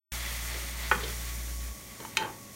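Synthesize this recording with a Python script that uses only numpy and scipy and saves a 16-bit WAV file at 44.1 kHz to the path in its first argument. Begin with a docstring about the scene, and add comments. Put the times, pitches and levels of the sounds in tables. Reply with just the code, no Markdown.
"""Foaming pot and wooden spoons

A pot of foaming liquid hisses with bursting bubbles and quietens as the foam sinks; under it an electric stove
hums and a fan whirs. Two wooden spoons scrape and clack on the stove top as they are picked up, then one knocks
down on the rim of the pot, and wood and pot ring briefly. A small kitchen answers the spoons; the sound is
close and mono."""
import sys
import numpy as np
from scipy import signal
from scipy.fft import rfft, irfft, next_fast_len
from scipy.io import wavfile
from scipy.ndimage import map_coordinates

SR = 44100
rng = np.random.default_rng(int(sys.argv[2]) if len(sys.argv) > 2 else 0)


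def to_wav(s):
    """Save 16-bit WAV."""
    ch = np.atleast_2d(s).T  # columns
    pcm = np.round(np.clip(ch, -1, 1) * 32767)  # PCM
    wavfile.write(sys.argv[1], SR, pcm.astype(np.int16))


N = 112454

# The kitchen's decay. Each row: frequency in Hz, time to fall 60 dB in seconds.
ROOM_DECAY = [(150, 0.69), (1000, 0.34), (3000, 0.26), (10000, 0.14)]
# The fan's whine. Each row: pitch in Hz, rms level in dB.
FAN_WHINE = [(203, -61.5), (557, -64.5), (1115.5, -61.5)]
# Fades for the hum, its octave, the foam and the fizz. Each row: time in seconds, level in dB.
HUM_FADE = [(.12, -39), (.55, -38), (.68, -40), (.85, -37.5), (1.15, -38), (1.62, -36), (1.72, -38),
            (1.765, -56), (1.82, -56), (1.93, -52.5), (1.98, -73), (2.55, -73)]
OCTAVE_FADE = [(.12, -55), (.3, -55), (.55, -51.5), (.7, -57.5), (.95, -52.5), (1.35, -51.5), (1.55, -62),
               (2.4, -60.5)]
FOAM_FADE = [(.12, -39.5), (.5, -41.5), (.68, -41), (.85, -43.5), (1.15, -44.5), (1.4, -48), (1.6, -51),
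             (1.8, -53.5), (2.1, -52), (2.36, -56), (2.55, -58)]
FIZZ_FADE = [(.12, -39.5), (.5, -40.5), (.75, -42), (1.15, -41.5), (1.4, -43), (1.6, -44.5), (1.8, -48),
             (2.1, -48), (2.36, -50), (2.55, -50)]
# EQ curves for the noise in each layer. Each row: frequency in Hz, relative level in dB.
FAN_EQ = [(20, -12), (50, -4), (110, 3), (180, 1), (260, -1), (380, -3.5), (480, -10), (570, -7),
          (740, -11), (860, -15.5), (970, -22.5), (1130, -1.5), (1400, -45.5), (2000, -11), (4000, -46)]
FOAM_EQ = [(200, -14.5), (520, -14.5), (650, -5.5), (760, -13.5), (880, -4.5), (990, -9), (1200, -5.5),
           (1550, -6.5), (1950, 1), (2250, -1.5), (2850, -7.5), (3400, -4), (4000, -8.5), (4420, -6),
           (5100, -14), (7000, -24), (16000, -40)]
FIZZ_EQ = [(1500, -16.5), (3500, -10), (5000, -5), (5600, 0), (6100, 0), (6900, 0), (7700, -4),
           (8400, -1.5), (9500, -2), (10350, -7), (11100, -3), (13000, -4), (15700, -6)]
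SCRAPE_EQ = [(60, -19), (150, 4), (280, 2), (400, 4), (600, -0.5), (880, 0.5), (1150, 0), (1600, -0.5),
             (2200, -10), (3200, -19), (4200, -23), (5200, -30), (15000, -60)]
CLACK_EQ = [(60, -25), (160, -12.5), (420, -5), (680, -2.5), (1200, 4.5), (1800, 4.5), (2600, -4),
            (3600, -13), (5000, -22), (15000, -46)]
KNOCK_EQ = [(100, -28), (400, -16), (900, -5.5), (1600, -11), (2500, -4.5), (3200, -8), (3700, -6),
            (4400, -7), (5100, -17), (6000, -10), (7000, -15), (7700, -20), (8600, -17.5), (10000, -24.5),
            (15500, -36)]
# The ring of spoon on stove top, and of spoon and pot together. Each row: pitch in Hz, relative level in dB,
# time to fall 60 dB in seconds.
WOOD_MODES = [(409, -18, 0.19), (494, -24, 0.25), (840, -7, 0.063), (995, -17, .1), (1120, -14, .12),
              (1176, -10.5, 0.092), (1290, -7.5, 0.029), (1496.4, -3, .11), (1754, -12, .1),
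              (1946, -26, .08), (2449, -12, 0.065), (2790, -23, .04), (3205, -16, 0.057)]
RIM_MODES = [(383.5, -27, 0.34), (880, -16, 0.24), (1022, -27, 0.23), (1280, -30, 0.071), (1550, -23, 0.24),
             (1833, -19.5, 0.22), (2233, -21, 0.16), (2320, -28, 0.04), (2610, -20, 0.032),
             (2960, -16, .07), (3148, -16, 0.16), (4200, -20, 0.1), (6950, -17, 0.038), (8800, -22, 0.029)]
# Wood sliding and chattering. Each row: start in seconds, length in seconds, level in dB,
# resonance in Hz, its half-width in Hz, its level over the rasp in dB.
SCRAPE_CUES = [(0.541, 0.045, -47, 413, 200, -4), (.935, 0.067, -41.5, 167, 68, 12),
               (0.961, .07, -46.5, 1120, 120, -6), (1.032, 0.017, -38, 3400, 710, 11),
               (1.028, 0.034, -39, 410, 120, 13), (1.053, 0.059, -49, 467, 150, -5),
               (1.988, .06, -47, 410, 250, -3), (2.049, .012, -41.5, 900, 90, 26),
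               (2.187, 0.086, -35, 892, 60, -2), (2.245, 0.067, -43.5, 1000, 400, -8)]
# Spoon against stove top. Each row: start in seconds, level in dB, brightness in dB per octave.
CLACK_CUES = [(0.9132, -16, 0), (0.9188, -26, -5.5), (0.9268, -27, -2), (0.9499, -32, 11)]
# Spoon against rim. Each row: start in seconds, level in dB, brightness in dB per octave,
# contact pitch in Hz, contact level in dB.
KNOCK_CUES = [(2.0025, -34, -3, 1000, -35), (2.0504, -37.5, -1, 1260, -28.5), (2.1701, -13.5, 1, 2460, -14),
              (2.2245, -33.5, -2, 1570, -26)]


def amp(db):
    """Decibels to gain."""
    return 10 ** (np.asarray(db) / 20)


def unit(x):
    """Scale to rms 1."""
    return x / np.sqrt(np.mean(x ** 2) + 1e-20)


def along(points, hz):
    """Read a curve of (Hz, value) points on a log frequency axis."""
    freqs, values = np.transpose(points)
    return np.interp(np.log(hz + 1), np.log(freqs + 1), values)


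def fade(rows):
    """Turn (seconds, dB) points into a gain for each sample."""
    return amp(np.interp(np.arange(N) / SR, *np.transpose(rows)))


def wobble(rate):
    """A smooth drift through `rate` random values a second."""
    return map_coordinates(rng.standard_normal(400), [np.arange(N) * rate / SR], mode="wrap")


def filtered(x, response):
    """Filter x by a gain given as a function of Hz."""
    n = x.shape[-1]
    padded = next_fast_len(n + 8192)
    return irfft(rfft(x, padded) * response(np.fft.rfftfreq(padded, 1 / SR)), padded)[..., :n]


def octaves(hz):
    """Roughly the octaves above 1500 Hz, the pivot of the brightness tilt."""
    return np.log2((hz + 100) / 1600)


def equalised(x, eq, tilt_db=0):
    """Shape x with an EQ curve and a tilt per octave, at rms 1."""
    return unit(filtered(x, lambda hz: amp(along(eq, hz) + tilt_db * octaves(hz))))


def add(track, start, sound):
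    """Mix a sound into the track at a start time in seconds."""
    part = track[round(start * SR):][:len(sound)]
    part += sound[:len(part)]


def ticks(per_second, spread_db):
    """Random tiny clicks of scattered size, at rms 1."""
    size = amp(spread_db * np.minimum(rng.exponential(size=N), 5))
    return unit((rng.random(N) < per_second / SR) * size * np.sign(rng.standard_normal(N)))


def kitchen(x, wet_db):
    """The sound plus a room tail that builds up and dies sooner in the treble."""
    hz, t, noise = signal.stft(rng.standard_normal(SR // 2), SR, nperseg=256)
    decay = amp(-60 * t / along(ROOM_DECAY, hz)[:, None])
    build_up = 1 - np.exp(-t / 0.0075)
    tail = signal.istft(noise * decay * build_up, SR, nperseg=256)[1]
    return x + amp(wet_db) * signal.fftconvolve(x, tail / np.linalg.norm(tail))[:len(x)]


def fan(air_db=-52, waver_rad=0.71):
    """A steady rush of air with a few slightly unsteady tones."""
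    t = np.arange(N) / SR
    whine = sum(amp(db + 1.5 * wobble(15)) * np.sin(2 * np.pi * hz * t + waver_rad * wobble(15))
                for hz, db in FAN_WHINE)
    air = amp(air_db) * equalised(rng.standard_normal(N), FAN_EQ)
    return np.sqrt(2) * whine + air


def stove_hum(hz=58.26, third_db=-24.5):
    """The stove's low hum, with a faint third harmonic and an octave that swells and fades."""
    phase = 2 * np.pi * hz * np.arange(N) / SR + 0.048 * wobble(7.3)
    body = np.sin(phase) + amp(third_db) * np.sin(3 * phase)
    return np.sqrt(2) * (fade(HUM_FADE) * body + fade(OCTAVE_FADE) * np.sin(2 * phase))


def bubbles(eq, flutter_db, pop_share=0.38):
    """Countless bursts merge into a hiss; the nearer pops stand out and carry a share of the power."""
    pops = np.sqrt(pop_share) * ticks(per_second=2500, spread_db=1.5)
    wash = np.sqrt(1 - pop_share) * rng.standard_normal(N)
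    return equalised(pops + wash, eq) * amp(flutter_db * wobble(20))


def foaming_pot(echo_gain=0.084, echo_s=0.001392, drift_s=0.00007):
    """Coarse foam coloured by the pot, and fine fizz that dies away more slowly."""
    foam = fade(FOAM_FADE) * bubbles(FOAM_EQ, flutter_db=1.5)
    fizz = fade(FIZZ_FADE) * bubbles(FIZZ_EQ, flutter_db=0.78)
    hiss = foam + fizz
    # The reflection off the stove top shifts as the microphone sways.
    delay = (echo_s + drift_s * wobble(2.22)) * SR
    return hiss + echo_gain * map_coordinates(hiss, [np.arange(N) - delay])


def spoon_scrapes():
    """Wood drags over stove top and rim in quick small slips that ring one resonance of what it touches."""
    out = np.zeros(N)
    for start, length, db, centre_hz, half_width_hz, ring_db in SCRAPE_CUES:
        progress = np.clip((np.arange(N) / SR - start) / length, 0, 1)
        swell = np.sqrt(np.abs(np.sin(np.pi * progress)))
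        slips = 0.5 * ticks(per_second=500, spread_db=-2.0) + rng.standard_normal(N)
        rasp = equalised(slips, SCRAPE_EQ)
        ring = unit(filtered(slips, lambda hz: 1 / (1 + 1j * (hz - centre_hz) / half_width_hz) ** 2))
        out += amp(db) * swell * unit(rasp + amp(ring_db) * ring)
    return kitchen(out, wet_db=-10.5)


def strike(modes, eq, tilt_db, noise_db, noise_t60, attack_s=0.00035):
    """One hit: ringing modes of alternating sign, and a noise burst for the dense, damped ones."""
    t = np.arange(SR // 2) / SR
    ring = np.zeros(len(t))
    for k, (hz, db, t60) in enumerate(modes):
        mode_db = db + rng.normal(0, 0.32) + tilt_db * octaves(hz)
        ring += (-1) ** k * amp(mode_db - 60 * t / t60) * np.sin(2 * np.pi * hz * t)
    burst = amp(noise_db - 60 * t / noise_t60) * equalised(rng.standard_normal(len(t)), eq, tilt_db)
    return (ring + burst) * (1 - np.exp(-t / attack_s))


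def spoon_clacks():
    """The spoons clack against the stove top and rattle as they are lifted."""
    out = np.zeros(N)
    for start, db, tilt_db in CLACK_CUES:
        clack = strike(WOOD_MODES, CLACK_EQ, tilt_db, noise_db=-2.5, noise_t60=0.062)
        add(out, start, amp(db) * kitchen(clack, wet_db=-14.5))
    return out


def rim_knocks(snap_db=-6.5, snap_t60=0.0014, contact_t60=0.008):
    """A spoon touches the rim twice, then lands with a hard, bright crack and bounces."""
    out = np.zeros(N)
    t = np.arange(SR // 2) / SR
    for start, db, tilt_db, contact_hz, contact_db in KNOCK_CUES:
        snap = amp(db + snap_db - 60 * t / snap_t60) * rng.standard_normal(len(t))
        contact = amp(contact_db - 60 * t / contact_t60) * np.sin(2 * np.pi * contact_hz * t)
        ring = amp(db) * strike(RIM_MODES, KNOCK_EQ, tilt_db, noise_db=-3, noise_t60=0.023)
        add(out, start, kitchen(snap + contact + ring, wet_db=-10.5))
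    return out


def scene():
    """The spoons over a bed of pot, stove and fan, the same in both channels."""
    bed = foaming_pot() + stove_hum() + fan()
    return np.tile(bed + spoon_clacks() + rim_knocks() + spoon_scrapes(), (2, 1))


def record(dry):
    """The mix cuts in after a moment of silence, with the very top of the treble removed."""
    start_s, top_hz = 0.1195, 15820
    gate = np.arange(N) / SR >= start_s
    return filtered(dry * gate, lambda hz: hz < top_hz)


dry = scene()
out = record(dry)
to_wav(out)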